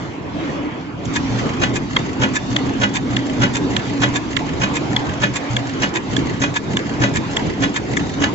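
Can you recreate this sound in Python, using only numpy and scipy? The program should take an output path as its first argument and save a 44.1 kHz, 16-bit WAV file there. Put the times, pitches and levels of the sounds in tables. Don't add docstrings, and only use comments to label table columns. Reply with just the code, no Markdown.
import sys
import numpy as np
from scipy import signal
from scipy.fft import rfft, irfft
from scipy.io import wavfile
from scipy.ndimage import uniform_filter1d

SR = 44100
rng = np.random.default_rng(int(sys.argv[2]) if len(sys.argv) > 2 else 0)


def put_to_file(sound):
    columns = np.atleast_2d(sound).T
    safe = np.clip(columns, -1, 1)
    whole_steps = np.round(safe * 32767)
    wavfile.write(sys.argv[1], SR, whole_steps.astype(np.int16))


def gain_from_decibels(decibels):
    exponent = np.asarray(decibels, float) / 20
    return 10 ** exponent


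N = 367794

# (start [s], punch [dB], punch hiss over punch [dB], hook [dB], hook hiss over hook [dB])
TURNS = [(0.7655, -46, -11.5, -21.5, -8.5), (1.3662, -14, -13, -23.5, -7.5),
         (1.9643, -16.5, -11.6, -22.5, -6), (2.5652, -15.5, -12.5, -21.6, -8),
         (3.1654, -15, -13, -21.5, -7.5), (3.7662, -16, -11, -21, -8.5), (4.3653, -17.5, -10.1, -23, -8),
         (4.967, -16, -12.1, -22.5, -7.5), (5.5668, -17, -10, -21.5, -10), (6.1676, -18, -8, -20.5, -10.5),
         (6.767, -16, -10, -23, -6.5), (7.3682, -17, -11, -22, -9), (7.9684, -15.5, -11, -34.5, -0.5)]
# (frequency [Hz], width [Hz], level [dB])
HOOK_HISS = [(5040, 490, -14.5), (5780, 420, -4), (6450, 330, -4), (7290, 310, 2.5)]
# (time [s], drone [dB], rumble [dB], workshop wash [dB], gear whirr [dB])
RUNNING = [(0.0, -33.5, -25, -30.5, -44), (0.25, -35.5, -27, -34, -52.5), (0.44, -24, -24.5, -27, -42.5),
           (0.56, -30, -25, -28, -44), (0.67, -23, -30.5, -30, -53.5), (0.72, -33.5, -26.5, -29.5, -48.5),
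           (0.97, -35, -29, -36, -54), (1.09, -28, -25, -30, -41.5), (1.28, -27, -23.5, -28.5, -38.5),
           (1.46, -28.5, -20, -24, -37), (1.51, -31.5, -19.5, -27.5, -39.5), (1.74, -25.5, -21, -29.5, -44),
           (1.92, -33.5, -26, -33.5, -44), (1.97, -28.5, -21, -27.5, -36.5),
           (2.14, -33.5, -20.5, -31.5, -44), (2.23, -22, -23, -26, -44), (2.42, -36, -23, -30, -40.5),
           (2.51, -24.5, -22.5, -29.5, -37), (2.69, -23.5, -23, -27.5, -42), (3.04, -28, -21.5, -31.5, -43),
           (3.11, -23.5, -29, -28, -41.5), (3.32, -25.5, -26.5, -29.5, -42),
           (3.39, -19.5, -25, -28.5, -41.5), (3.55, -31.5, -19, -29.5, -40.5), (3.69, -23, -21, -29, -40.5),
           (3.83, -30.5, -24, -27.5, -38), (4.02, -21.5, -25, -28, -40.5), (4.25, -29, -24, -29.5, -42),
           (4.62, -27, -22.5, -28, -41), (4.88, -30, -24, -27.5, -40), (5.04, -27, -23, -26, -41),
           (5.29, -33.5, -23.5, -31, -43), (5.46, -31, -31.5, -27.5, -40), (5.87, -29, -20, -30, -41),
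           (5.94, -38.5, -22.5, -28.5, -46.5), (6.06, -29.5, -24, -31.5, -42.5),
           (6.15, -38, -21.5, -25.5, -38), (6.2, -22, -21, -28.5, -40), (6.37, -36, -23, -29.5, -42),
           (6.43, -21.5, -24, -32, -46), (6.5, -36.5, -24, -28, -43), (6.57, -30, -26.5, -35.5, -45),
           (6.67, -39, -22, -31, -42.5), (6.88, -33, -23, -29.5, -41), (7.02, -21, -23, -27.5, -44),
           (7.22, -33, -22, -30, -40), (7.43, -30, -19, -26.5, -39), (7.55, -38, -23.5, -30, -43),
           (7.62, -21.5, -22, -31, -42.5), (7.85, -38.5, -23, -30.5, -41.5), (8.01, -24.5, -21, -27, -40),
           (8.13, -37, -23.5, -33.5, -39), (8.22, -21, -21.5, -26, -42), (8.34, -30, -22, -29.5, -42)]


def evened(x):
    return x / np.sqrt(np.mean(x ** 2) + 1e-20)


def read(points, hz):
    f, value = np.transpose(points)
    return np.interp(np.log(hz + 1), np.log(f + 1), value)


def add(mix, s, sound):
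    part = mix[..., round(s * SR):][..., :sound.shape[-1]]
    part += sound[..., :part.shape[-1]]


def ring(x, modes, skirt_db=-60, lo_hz=400, hi_hz=7700):
    hz = np.fft.rfftfreq(x.shape[-1], 1 / SR)
    response = 0
    for k, (f, width, db) in enumerate(modes):
        response = response + (-1) ** k * gain_from_decibels(db) / (1 + 2j * (hz - f) / width)
    skirt = 1j * hz / lo_hz / (1 + 1j * hz / lo_hz) / (1 + 1j * hz / hi_hz)
    response = response + gain_from_decibels(skirt_db) * skirt
    response = response / (1 + (lo_hz / (hz + 1)) ** 4) / (1 + (hz / hi_hz) ** 4)
    response = response / np.sqrt(np.mean(abs(response) ** 2))
    return irfft(rfft(x) * response, x.shape[-1])


def ports(pair, same, right_db=0.):
    # (frequency [Hz], lead [radians])
    lead = [(0, -1.5), (340, 1), (950, 0.5), (1380, 3.5), (1810, 4), (2760, 10), (3530, 11.5), (3960, 15),
            (4220, 13.5), (5000, 14), (6030, 19.5), (6370, 17.5), (6720, 21), (7320, 17)]
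    hz = np.fft.rfftfreq(pair.shape[-1], 1 / SR)
    likeness = np.clip(same if np.isscalar(same) else read(same, hz), 0, 1)
    left, other = rfft(pair)
    later = left * np.exp(-1j * np.interp(hz, *np.transpose(lead)))
    right = likeness * later + np.sqrt(1 - likeness ** 2) * other
    return np.array([pair[0], gain_from_decibels(right_db) * irfft(right, pair.shape[-1])])


def rattle(grit_db):
    unevenness = np.minimum(rng.exponential(1, N), 4)
    return evened(rng.standard_normal((2, N)) * gain_from_decibels(grit_db * unevenness))


def contacts(rows, body_db, hiss_db, loose_db, loose_s):
    power = np.zeros((2, N))
    t = np.arange(-.06, .12, 1 / SR)
    for turn, body, hiss in zip(TURNS, body_db, hiss_db):
        chance = rng.standard_normal((len(rows), 2))
        for (delay, b, h, rise, fall), (louder, later) in zip(rows, chance):
            shape = np.exp(np.where(t < 0, t / rise, -t / fall))
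            level = np.array([[body + b], [hiss + h]]) + loose_db * louder
            start = turn[0] + delay + t[0] + loose_s * later
            add(power, start, (gain_from_decibels(level) * shape) ** 2)
    return np.sqrt(power)


def needle_punch():
    # (delay [s], body [dB], hiss [dB], rise time [s], fall time [s])
    contact_rows = [
        (.236, -17, -10, 0.0036, 0.0094),
        (.254, -3, -2, .005, 0.011),
        (.270, 3.5, 0, .004, .009),
        (.29, -10, -14.5, 0.0069, 0.023),
    ]
    # (frequency [Hz], width [Hz], level [dB])
    head = [(572, 34, -6), (1493, 57, -4), (1734, 36, -6.5), (1985, 26, -7.5), (2486, 23, -9),
            (2938, 41, -6.5), (3275, 46, -11.5), (3460, 77, -15.5), (3806, 56, -15.5), (4300, 41, -17.5)]
    # (frequency [Hz], width [Hz], level [dB])
    hiss_modes = [(5400, 150, 0), (6450, 160, 1.5), (7250, 550, -7.5)]
    _, punch, hiss_over, _, _ = np.transpose(TURNS)
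    body, hiss = contacts(contact_rows, punch, punch + hiss_over, loose_db=1.0, loose_s=.001)
    knock = ring(body * rattle(3.), head, -17.5, 450, 4010)
    return knock + ring(hiss * rattle(2.4), hiss_modes, -24.5, 4200, 9000)


def hook_scrape():
    # (delay [s], body [dB], hiss [dB], rise time [s], fall time [s])
    contact_rows = [
        (.374, -9.5, -5, .003, 0.0093),
        (.394, 1.5, 2.5, 0.0078, .004),
        (.401, 2.5, 2.5, .002, .008),
    ]
    # (frequency [Hz], width [Hz], level [dB])
    head = [(960, 160, -2), (1705, 52, 4.5), (1880, 17, -6), (2480, 60, -0.5), (3540, 82, -7.5)]
    _, _, _, hook, hiss_over = np.transpose(TURNS)
    body, hiss = contacts(contact_rows, hook, hook + hiss_over, loose_db=0.0, loose_s=0.0011)
    scrape = ring(body * rattle(3.4), head, -9, 1200, 3700)
    return scrape + ring(hiss * rattle(3.3), HOOK_HISS, -15, 4200, 9000)


def linkage_ticks():
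    # (delay [s], body [dB], hiss [dB], rise time [s], fall time [s])
    contact_rows = [(.024, -28.5, -40.5, 0.0014, 0.011), (.092, -37.5, -44.5, 0.0046, .004),
                    (.101, -34.5, -39.5, 0.0018, .008), (.128, -30.5, -41, .002, 0.0085),
                    (.170, -35.5, -41, 0.0027, .008), (.207, -54.5, -46.5, 0.0011, 0.0034),
                    (.325, -48, -41.5, .002, 0.0065), (.474, -48, -48, 0.011, .003),
                    (.545, -36, -40, 0.01, 0.022), (.566, -29.5, -36, 0.0012, .005)]
    # (frequency [Hz], width [Hz], level [dB])
    rods = [(1720, 93, -1), (2033, 120, -3), (2730, 130, -9.5), (3340, 270, -10)]
    start = np.transpose(TURNS)[0]
    level = np.where(start < 1.2, -9., 0.)
    body, hiss = contacts(contact_rows, level, level, loose_db=1.0, loose_s=0.0013)
    moving = np.arange(N) > 1.05 * SR
    tick = ring(moving * body * rattle(4.3), rods, -13.5, 1200, 4600)
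    return tick + ring(moving * hiss * rattle(3.9), HOOK_HISS, -4.5, 4200, 7600)


def mechanism():
    return gain_from_decibels(3.0) * ports(needle_punch() + hook_scrape() + linkage_ticks(), 0.67, right_db=1.14)


def clicks():
    # (time [s], peak [dB], ring [Hz], low ring over ring [dB], hiss over ring [dB], left over right [dB])
    events = [(1.054, -31.5, 3410, -16, -6.5, -2), (1.387, -33.5, 3330, -8, -9, -5.5),
              (1.9657, -6.5, 3240, -8.5, -31, -2), (2.5639, -9, 3420, -12, -25, 3.5),
              (3.1662, -11.5, 3400, -13, -21.5, 2), (3.7652, -11, 3360, -13, -20, -7),
              (4.367, -10.5, 3390, -9, -26, -8.5), (4.964, -10, 3360, -15.5, -28, 3.5),
              (5.5662, -10.5, 3300, -12.5, -20.5, 0.0), (6.1659, -12, 3340, -14, -19, -5.5),
              (6.7695, -12, 3410, -9.5, -19.5, -2.5), (7.3673, -12.5, 3340, -10.5, -18.5, -1),
              (7.9698, -18.5, 3460, -0.5, -9.5, 1.5)]
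    # (frequency [Hz], width [Hz], level [dB])
    low_modes = [(1070, 150, -12.5), (1720, 150, -1.5), (2060, 250, -6.5), (2250, 240, -10.5)]
    out = np.zeros((2, N))
    t = np.arange(-.01, .08, 1 / SR)
    bright_shape = np.exp(-abs(t - .001) / 0.0014)
    dull_shape = np.exp(-abs(t - .002) / 0.0027)
    puff_shape = np.exp(np.where(t < 0, t / 0.0026, -t / 0.0079))
    for s, db, hz, low, hiss, pan in events:
        blows = rng.standard_normal((3, 2, len(t)))
        bright_modes = [(hz, 170, 0), (hz * 0.94, 200, -9), (hz * 0.88, 250, -7)]
        bright = ring(blows[0] * bright_shape, bright_modes)
        dull = ring(blows[1] * dull_shape, low_modes)
        puff = ring(blows[2] * puff_shape, HOOK_HISS, -17.5, 4200, 9000)
        bright, dull, puff = [part / abs(part).max(1, keepdims=True) for part in (bright, dull, puff)]
        sound = bright + gain_from_decibels(low + 7.5) * dull + gain_from_decibels(hiss + 6.5) * puff
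        sides = gain_from_decibels([[pan / 2], [-pan / 2]])
        add(out, s + t[0], gain_from_decibels(db + 5.0) * ports(sound, 0.78) * sides)
    return out


def thuds():
    # (time [s], level [dB])
    blows = [(1.301, -19), (1.6, -22.1), (1.9, -26), (2.2, -15.5), (2.503, -21), (2.801, -16), (3.101, -19),
             (3.401, -15), (3.7, -22), (4.001, -18.5), (4.301, -29.5), (4.602, -17.5), (4.901, -21),
             (5.201, -20.5), (5.502, -18), (5.803, -19), (6.102, -21), (6.404, -20), (6.702, -18.5),
             (7.003, -16), (7.304, -29), (7.604, -21), (7.903, -24), (8.204, -26.0)]
    # (frequency [Hz], level [dB], time to fall by 60 dB [s])
    table = [(72, -10, 0.15), (99, -10, 0.22), (123.1, 4, 0.57), (152, -7.5, 0.16), (203, -14.5, .2)]
    # (frequency [Hz], level [dB], time to fall by 60 dB [s])
    rebound = [(86, -8, .1), (123, 0, 0.44), (200.8, 7, 0.19), (270, -6, 0.089), (580, -13.5, .1)]
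    out = np.zeros(N)
    t = np.arange(0, .5, 1 / SR)
    onset = 1 - np.exp(-t / 0.0017)
    for s, db in blows:
        for modes, delay, rel_db in ((table, 0, -4.), (rebound, .035, -5.)):
            chance = rng.standard_normal((len(modes), 2))
            thud = np.zeros(len(t))
            for (f, level, t60), (louder, sharper) in zip(modes, chance):
                fading = gain_from_decibels(level + 1.6 * louder - 60 * t / t60)
                thud += fading * np.sin(2 * np.pi * f * (1 + 0.013 * sharper) * t)
            add(out, s + delay, gain_from_decibels(db + rel_db) * thud * onset)
    return ports(np.array([out, np.roll(out, 300)]), 1.0, right_db=1.5)


def squeaks():
    # (time [s], level [dB])
    chirps = [
        (1.385, -56.5),
        (5.93, -52),
        (7.005, -52),
    ]
    out = np.zeros((2, N))
    size = 1800
    near = abs(np.fft.rfftfreq(size, 1 / SR) - 14250) < 480
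    for s, db in chirps:
        hiss = ring(rng.standard_normal(size), [(14000, 150, 0), (14250, 250, -4)], -80, 13700, 14800)
        chirp = evened(irfft(rfft(hiss) * near, size)) * np.hanning(size)
        add(out[1], s - size / SR / 2, gain_from_decibels(db) * chirp)
    return out


def motor_drone():
    # (time [s], frequency [Hz])
    pitch = [(0, 295), (1.0, 290), (1.1, 262), (2.2, 268), (3.4, 272), (4.2, 282), (5.5, 282), (6.5, 272),
             (8.34, 282)]
    t = np.arange(N) / SR
    s, level, *_ = np.transpose(RUNNING)
    cycles = np.cumsum(np.interp(t, *np.transpose(pitch))) / SR
    spin = np.exp(2j * np.pi * cycles)
    noise = rng.standard_normal((2, N)) + 1j * rng.standard_normal((2, N))
    fuzz = signal.lfilter([1], [1, -np.exp(-np.pi * 26. / SR)], noise)
    fuzz = fuzz / abs(fuzz) ** 0.64
    hum = gain_from_decibels(np.interp(t, s, level) + 1.0) * evened((fuzz * spin).real)
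    return ports(hum, .9, right_db=1.5)


def workshop():
    # (frequency [Hz], level per Hz [dB])
    color = [(18, -59), (30, -27), (129, -3), (225, -7.5), (277, -4.5), (554, -15), (988, -16.5),
             (1400, -20.5), (1720, -22.5), (2670, -25.5), (3530, -29), (7570, -38), (9840, -62),
             (16700, -120)]
    # (frequency [Hz], likeness [0 to 1])
    same = [(60, 1), (150, 0.91), (280, 0.79), (500, .5), (1000, 0.29), (7000, 0.23)]
    frames, hz = N // 256 + 5, np.fft.rfftfreq(1024, 1 / SR)
    s, _, *levels = np.transpose(RUNNING)
    rumble, wash, whirr = [np.interp(np.arange(frames) * 256 / SR, s, level) for level in levels]
    a, b, c, d, patches = rng.standard_normal((frames, len(hz), 5)).T
    patches = evened(uniform_filter1d(uniform_filter1d(patches, 8, 0), 10, 1))
    tilt = gain_from_decibels(read(color, hz))
    bands = np.digitize(hz, [450, 3500])
    shape = np.zeros((len(hz), frames))
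    for k, level in enumerate((rumble - 1.5, wash + 0.18, whirr + 0.34)):
        band = bands == k
        shape[band] = tilt[band, None] / np.linalg.norm(tilt[band]) * gain_from_decibels(level)
    spectrum = np.array([a + 1j * b, c + 1j * d]) * shape * gain_from_decibels(2.47 * patches)
    noise = signal.istft(spectrum, nperseg=1024, noverlap=768)[1][:, :N] * 0.96
    return ports(noise, same, right_db=0.9)


def scene():
    return mechanism() + clicks() + thuds() + squeaks() + motor_drone() + workshop()


def top_cut(x):
    return signal.sosfilt(signal.butter(12, 7720, fs=SR, output="sos"), x)


def record(dry):
    hz = np.fft.rfftfreq(N, 1 / SR)
    below_edge = np.clip((7700 - hz) / 150 + .5, 0, 1)
    chirp_band = abs(hz - 14250) < 500
    limited = irfft(rfft(dry) * (below_edge + chirp_band), N)
    return top_cut(np.clip(limited, -1, 1))


dry = scene()
out = record(dry)
put_to_file(out)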